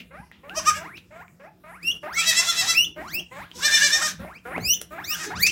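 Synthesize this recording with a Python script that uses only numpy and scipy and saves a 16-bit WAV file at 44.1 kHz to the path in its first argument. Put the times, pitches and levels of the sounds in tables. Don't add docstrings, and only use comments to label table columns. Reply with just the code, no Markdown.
import sys
import numpy as np
from scipy import signal
from scipy.io import wavfile
from scipy.ndimage import uniform_filter1d

SR = 44100
rng = np.random.default_rng(int(sys.argv[2]) if len(sys.argv) > 2 else 0)


def how_loud(loudness_db):
    steps = np.asarray(loudness_db, float) / 20
    return 10 ** steps


def to_wav(sig):
    pcm = np.clip(np.atleast_2d(sig), -1, 1) * 32767
    pcm = np.round(pcm).astype(np.int16)
    wavfile.write(sys.argv[1], SR, pcm.T)


N = 242991


def curve(rows, hz):
    f, db = np.transpose(rows)
    return how_loud(np.interp(np.log(hz), np.log(f), db))


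def hiss(size):
    return rng.standard_normal(size)


def band(x, lo_hz, hi_hz, order=2):
    y = signal.sosfilt(signal.butter(order, [lo_hz, hi_hz], "band", fs=SR, output="sos"), x)
    return y / np.std(y)


def walk(rate, size):
    hold = int(SR / rate)
    levels = np.repeat(hiss(size // hold + 1), hold)
    slewed = uniform_filter1d(uniform_filter1d(levels, hold), hold)
    return 1.262 * slewed[:size]


def add(out, s, x):
    i = int(s * SR)
    out[i:i + len(x)] += x[:len(out) - i]


def background(animals):
    # (f/Hz, level/dB per Hz)
    spectrum = [(15, -39), (25, 2), (117, -12), (180, -16.5), (229, -6), (309, -4.5), (463, -17),
                (2350, -25), (4870, -32), (14800, -30.5), (16000, -38)]
    # (t/s, rumble rise/dB, width/s)
    knocks = [
        (.03, 9, 0.028),
        (.2, 10, 0.019),
        (.74, 2.5, 0.17),
        (3.388, 1, 0.1),
        (4.191, 10.5, 0.061),
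        (4.29, 3.5, 0.062),
        (4.62, 12, 0.066),
        (5.39, 14, 0.056),
        (5.51, 7, 0.034),
    ]
    rumble_base_db, rumble_duck_db = -44, 7
    hiss_base_db, hiss_duck_db = -55.5, 13.5
    gate_shut_db, gate_range_db, gate_s = -74, 10, 0.025
    hum_hz, hum_db = 175, -6

    t = np.arange(N) / SR
    width = int(gate_s * SR)
    heard_db = 10 * np.log10(np.abs(uniform_filter1d(animals ** 2, width)) + 1e-12)
    shut = uniform_filter1d(np.clip(3.5 - (heard_db - gate_shut_db) / gate_range_db, 0, 1), width)
    rumble_db = rumble_base_db - rumble_duck_db * shut
    rumble_db += sum(db * np.exp(-((t - s) / w) ** 2) for s, db, w in knocks)

    motor = np.sin(2 * np.pi * hum_hz * t + 1.8 * walk(30, N))
    out = how_loud(rumble_db + hum_db + 2.62 * walk(25, N)) * motor
    for hz in 35 * 2 ** np.arange(0, 9, .5):
        if hz < 270:
            gate_db = rumble_db + 20.5
        else:
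            duck_share = 0.98 if hz > 3000 else 1
            gate_db = hiss_base_db - hiss_duck_db * shut * duck_share + 29
        noise = band(hiss(N), hz / 0.99, hz * 1.315)
        out += how_loud(gate_db - 47 + 4.0 * walk(17, N)) * curve(spectrum, hz) * np.sqrt(hz) * noise
    return out


def paws():
    # (t/s, peak level/dB, ring f/Hz, snap level/dB)
    ticks = [
        (0.315, -32, 1940, -17),
        (0.496, -24.5, 2760, -41),
        (0.979, -29.5, 2600, -19),
        (1.281, -39, 2290, -40),
        (3.515, -28.5, 3110, -28),
        (4.249, -24.5, 700, -35),
        (4.563, -18, 1120, -36),
        (4.58, -13.5, 700, -27),
        (4.815, -27.5, 496, 7),
    ]
    # (t/s, peak level/dB, f/Hz, t60/s)
    thumps = [(0, -37, 2450, 0.095), (0.318, -53, 2760, 0.35), (.97, -42.5, 3520, 0.075),
              (3.321, -53.5, 3270, 1), (4.561, -62, 1200, 0.12), (4.191, -33.5, 166.2, 0.2),
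              (4.253, -46, 108, 0.15), (4.565, -30, 312, 0.16), (4.612, -30.5, 75, 0.35),
              (5.369, -27.5, 192, 0.11), (5.392, -50, 119, .15)]
    snap_s, ring_s = .0012, .0016
    out, t = np.zeros(N), np.arange(SR // 3) / SR
    for s, db, hz, snap_db in ticks:
        snap = hiss(len(t)) * np.exp(-t / snap_s)
        ring = np.sin(2 * np.pi * hz * t) * np.exp(-t / ring_s)
        add(out, s, how_loud(db) * (how_loud(snap_db) * snap + ring))
    for s, db, hz, t60 in thumps:
        body = band(hiss(len(t)), hz / 1.27, hz * 1.24)
        rise = 1 - np.exp(-t / (0.014 * t60))
        add(out, s, how_loud(db) * body * rise * np.exp(-t * np.log(1000) / t60))
    return out


def phrase(start, hum, glide, whistle, last_hz, hum_hz, hum_db, top_db, lead, tilt_db, turn_hz, bend, whistle_db):
    creep_oct_per_s, glide_bend = 3.2, 0.4
    onset_db, swell_s, fade_db_per_s = -2.5, 0.06, 163
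    hum_tilt_db = -24
    whistle = max(whistle, 1e-3)
    knots = np.cumsum([0, hum, glide, whistle])
    t = np.linspace(0, knots[-1], num=60)
    in_whistle = t - knots[2]

    knee_hz = min(last_hz, turn_hz)
    steps = np.array([1, 2 ** (creep_oct_per_s * hum), knee_hz / hum_hz]) ** glide_bend
    octaves = np.log2(np.interp(t, knots[:3], steps)) / glide_bend
    octaves += np.log2(last_hz / knee_hz) * np.clip(in_whistle / whistle, 0, 1) ** bend

    loudest = knots[-1] - lead
    db = hum_db + onset_db * np.clip(1 - t / hum, 0, 1)
    db += (top_db - hum_db) * np.clip(1 + (t - loudest) / swell_s, 0, 1)
    db -= fade_db_per_s * np.clip(t - loudest, 0, None)

    opened = last_hz > turn_hz
    tilt = np.interp(t, knots, [tilt_db + hum_tilt_db, tilt_db + hum_tilt_db / 2, tilt_db, tilt_db])
    tilt += opened * (whistle_db - tilt_db) * np.clip(in_whistle / 0.0071, 0, 1)
    purr = np.interp(t, knots, [-1.5, -1.5, -17.5, -28.5])
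    return np.transpose([start + t, hum_hz * 2 ** octaves, db, tilt, purr])


def wheek(rows, lips_hz):
    # (f/Hz, level/dB)
    snout = [(800, -0.5), (1600, 4), (2600, 2.5), (4000, 3.5), (6000, 4.5), (8500, -10.5), (12000, -11),
             (15000, 1)]
    flick_s, start_s, end_s = .007, .008, .011
    s, *columns = np.transpose(rows)
    t = np.arange(s[0], s[-1] + 0.015, 1 / SR)
    size = len(t)
    _, db, tilt_db, purr_db = (np.interp(t, s, c) for c in columns)
    hz = uniform_filter1d(np.exp(np.interp(t, s, np.log(columns[0]))), size=500, mode="nearest")
    high = np.clip((hz - 1800) / 900, 0, 1)
    flick = high * np.clip((t - s[-1]) / flick_s, 0, 1) ** 2
    waver = .008 * walk(45, size) + .006 * walk(200, size)
    jitter = .016 * np.clip((1300 - hz) / 500, 0, 1) * walk(155, size)
    hz = hz * (1 + 0.15 * flick + waver + jitter)
    phase = 2 * np.pi * np.cumsum(hz) / SR

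    voice = np.sin(phase)
    mouth = np.clip((hz - 2150) / 200, .03, 1)
    bright = np.clip((hz - lips_hz) / 250 + .5, .1, 1) ** 2
    for k in np.arange(1.5, 9, .5):
        by_mouth = bright ** (k / 2) * how_loud(tilt_db * (k - 1) ** 0.22)
        by_nose = how_loud(tilt_db / 4 - 2.8 * k) / (1 + (k * hz / 2500) ** 10)
        passed = how_loud(4.5 * walk(40.6, size)) * np.maximum(by_mouth, by_nose)
        share = 1 if k % 1 == 0 else how_loud(purr_db - 1) * np.clip((1000 - hz) / 300, 0, 1)
        voice += (k * hz < 16000) * share * passed * curve(snout, k * hz) * np.sin(k * phase)

    breath = (1 - 1.24 * high) * how_loud(purr_db - 8) * band(hiss(size), 220, 2500, order=5)
    edges = np.clip(np.minimum((t - t[0]) / start_s, (t[-1] - t) / end_s), 0, 1)
    db = db - 8 * np.clip((hz - 1300) / 800, 0, 1) * (1 - mouth)
    flutter_db = 1.5 * walk(90, size)
    return np.sqrt(2) * how_loud(db + flutter_db - 1.6 * flick) * edges * (voice + breath)


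def guinea_pig():
    # (start t/s, hum/s, glide/s, whistle/s, last pitch f/Hz)
    wheeks = [(.105, 0.038, 0.089, 0.00092, 1003), (.43, 0.049, 0.084, .001, 974),
              (.76, 0.068, 0.11, 0.042, 3130), (1.104, .1, .045, .001, 1470),
              (1.394, 0.05, 0.043, .001, 884), (1.635, .075, 0.12, 0.08, 2890),
              (2.028, 0.041, 0.089, 0.091, 2900), (2.39, 0.052, 0.034, .001, 1080),
              (2.57, 0.084, 0.095, 0.093, 3060), (2.96, 0.053, 0.14, .04, 2798),
              (3.31, .075, .075, .001, 1654), (3.63, 0.078, 0.037, .001, 886),
              (3.94, 0.066, 0.035, 0.0015, 958), (4.19, 0.09, .07, 0.032, 2790),
              (4.45, .07, .086, 0.13, 3108), (4.905, .075, 0.076, 0.088, 2962),
              (5.3, .015, .12, .056, 2752)]
    # (hum f/Hz, hum level/dB, loudest level/dB, loudest before the end/s, overtone tilt of
    # the glide/dB at twice the pitch)
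    voices = [(516, -49, -48.5, 0.023, -2), (530, -48, -46, .01, -1), (568, -43, -41.5, 0.056, -4),
              (575, -48, -44.5, 0.05, -9), (530, -49, -46, 0.013, -17), (585, -48, -19.5, 0.03, 17),
              (575, -38, -20.5, 0.077, -9), (657, -36, -46.5, 0.037, 42), (648, -41.5, -13.5, 0.063, -5),
              (575, -39, -26, 0.022, -3.5), (490.7, -46, -42.5, 0.041, 30.5),
              (490.7, -49, -45.5, 0.0045, 32), (490, -50, -42, 0.017, 36), (514, -42.5, -45.5, 0.024, -11),
              (472, -41, -22, 0.031, 9), (584, -41.5, -29, 0.014, 0.5), (702, -37.5, -18, 0.052, -3)]
    # (f/Hz where the glide turns to a whistle, bend of the whistle [under 1 = levels off],
    # f/Hz where the lips part, overtone tilt of the whistle/dB at twice the pitch)
    mouths = [(2250, 1, 1900, -11), (2250, 1, 1900, -11), (2220, 0.99, 2500, -15), (2250, 1, 1900, -11),
              (2250, 1, 1900, -11), (2300, 0.38, 2396, -14.5), (2188, 1.7, 1450, -18), (2250, 1, 1900, -11),
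              (2300, .42, 2200, -12.5), (2600, 1, 1270, -12), (2250, 1, 1900, -11), (2250, 1, 1900, -11),
              (2250, 1, 1900, -11), (2214, 1.05, 1740, -19), (2025, .85, 1986, -3.5),
              (2080, .9, 1690, -2.5), (2325, .9, 1050, -14.5)]
    out = np.zeros(N)
    for call, voice, (turn_hz, bend, lips_hz, whistle_db) in zip(wheeks, voices, mouths):
        add(out, call[0], wheek(phrase(*call, *voice, turn_hz, bend, whistle_db), lips_hz))
    return out


def resonance(hz, centre_hz, width_hz):
    return 1 / np.sqrt(1 + ((hz ** 2 - centre_hz ** 2) / (hz * width_hz)) ** 2)


def bleat(throbs, rise, fall, sag_up, sag_down, hold, dip_db, tongue_db, palate_db, treble_db, rough):
    # (f/Hz, width/Hz, level/dB)
    cavities = [(2600, 700, -4), (3700, 700, -3), (5700, 1200, -2), (7600, 1500, -9), (12500, 6000, -24)]
    shape_db = [tongue_db, palate_db, treble_db, treble_db, treble_db]
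    peak, pitch_hz, peak_db, jaw_hz = np.transpose(throbs)
    t = np.arange(peak[0] - rise, peak[-1] + 2 * fall, 1 / SR)
    size = len(t)
    db = np.interp(t, peak, peak_db)

    lag = t - peak[:, None]
    pushes = np.sin(np.pi / 2 * np.clip(1 - np.where(lag < 0, -lag / rise, lag / fall), 0, 1))
    push = pushes.max(0)
    falling = lag[pushes.argmax(0), np.arange(size)] > 0
    slack = uniform_filter1d(np.clip(1 - push / hold, 0, 1), size=200)
    weak = np.clip((peak_db.max() - db - 8.5) / 15, 0, 1)
    hoarse = np.clip(rough + 1.087 * slack + weak, 0, 1)
    sag = uniform_filter1d(np.where(falling, sag_down, sag_up) * slack, size=300)
    wobble = 1 + .035 * hoarse * walk(250, size) + .018 * rough * walk(40.02, size)
    pitch = np.interp(t, peak, pitch_hz) * (1 - sag) * wobble
    phase = 2 * np.pi * np.cumsum(pitch) / SR
    jaw = (1 - slack) * np.interp(t, peak, jaw_hz) + slack * 1600

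    def throat(hz):
        lower = (1 + 0.66 * slack) * resonance(hz, jaw, 195) ** 1.193 * np.minimum(hz / jaw, 1) ** 4.0
        lower = lower + how_loud(-29.0) * resonance(hz, 640, 140)
        return lower + sum(how_loud(g + d) * resonance(hz, f, w) ** 2 for (f, w, g), d in zip(cavities, shape_db))

    voice = 0
    for k in range(1, 27):
        shimmer_db = 3.1 * walk(15.2, size) + 8 * rough * walk(70, size)
        shimmer_db -= (2.9 * rough + .5 * slack) * k
        voice = voice + how_loud(shimmer_db) * throat(k * pitch) * np.cos(k * phase + .13 * k * k)
    voice = voice * (1 - 0.6 * hoarse)
    for hz in 900 * 2 ** np.arange(0, 4.1, 1 / 3):
        puff = (1 + np.cos(phase)) * band(hiss(size), hz / 1.13, hz * 1.13)
        voice = voice + .17 * hoarse * (hz / 2600) ** .75 * throat(hz) * puff

    edges = np.clip(np.minimum((t - t[0]) / (0.91 * rise), (t[-1] - t) / fall), 0, 1)
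    effort = edges * (how_loud(dip_db) + (1 - how_loud(dip_db)) * push ** 2)
    lumps_db = 7.1 * rough * walk(78.9, size)
    return t[0], how_loud(db + lumps_db) * effort * voice


def kid_goat():
    # (peak t/s, pitch f/Hz, level/dB, jaw resonance f/Hz)
    bleats = [
        [(.582, 637, -24.5, 640), (.69, 629, -16, 1230), (.775, 573, -31.5, 1510)],
        [(2.198, 665, -19.5, 1380), (2.295, 654.2, -13, 1710), (2.395, 673.7, -15, 1750),
         (2.498, 686.7, -16.5, 1580), (2.603, 666.6, -16, 1710), (2.706, 671.6, -16, 1620)],
        [(3.575, 497, -34, 567), (3.655, 593.3, -11.5, 1606), (3.75, 596.2, -11, 1734),
         (3.85, 590, -12.5, 1640), (3.945, 605, -13.5, 1685), (4.045, 618.4, -16, 1560)],
        [(5.12, 617, -29, 1400), (5.215, 629, -22.5, 1426)],
        [(5.28, 420.3, -33, 454)],
        [(5.467, 615.6, -15.5, 2300)],
    ]
    # (rise/s, fall/s, pitch sag before [0-1], pitch sag after [0-1],
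    # effort that holds the pitch [0-1])
    breaths = [(.05, .03, .25, 0.4, 1.01), (.052, .029, 0.03, 0.1, 1), (.052, .043, 0.06, 0.2, .85),
               (.04, .045, .08, 0.3, 1), (.03, 0.0327, 0, .02, .6), (0.0068, 0.014, .05, 1, 0.99)]
    # (dip between throbs/dB, tongue/dB, palate/dB, treble/dB)
    manners = [(-17, -8, -33.5, -7.5), (-8.5, -23.5, -3, -5.5), (-10.5, -16, -5, -3.5),
               (-8.5, -11.5, -17, -5.5), (2, -31, -17, -31), (-31, -35, -13.5, 4)]
    roughness = [.05, .08, .26, .36, .08, .35]
    out = np.zeros(N)
    for throbs, breath, manner, rough in zip(bleats, breaths, manners, roughness):
        add(out, *bleat(throbs, *breath, *manner, rough))
    return out


def walls(x):
    low_t60_s, treble_t60_s, first_echo_s = 0.24, 0.14, 0.0019
    t = np.arange(SR // 2) / SR
    low = band(hiss(len(t)), 110, 4630)
    treble = 1.82 * band(hiss(len(t)), 5250, 15100)
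    tail = low * np.exp(-t * np.log(1000) / low_t60_s)
    tail += treble * np.exp(-t * np.log(1000) / treble_t60_s)
    tail *= np.clip(t / first_echo_s - 1, 0, 1)
    return signal.fftconvolve(x, tail / np.sqrt(np.sum(tail ** 2)))[:N]


def scene():
    near = guinea_pig() + paws()
    kid = kid_goat()
    room = walls(how_loud(-8.5) * near + how_loud(-3) * kid)
    animals = near + how_loud(3.0) * kid + room
    return (animals + background(animals))[None]


def top_cut(x):
    return signal.sosfilt(signal.butter(12, 16270, fs=SR, output="sos"), x)


def record(dry):
    mix = signal.sosfilt(signal.butter(7, 58, "high", fs=SR, output="sos"), dry)
    mix = .8 * np.tanh(mix / .8)
    mix = signal.sosfilt(signal.ellip(10, .2, 70, 15900, fs=SR, output="sos"), mix)
    return top_cut(mix)


dry = scene()
out = record(dry)
to_wav(out)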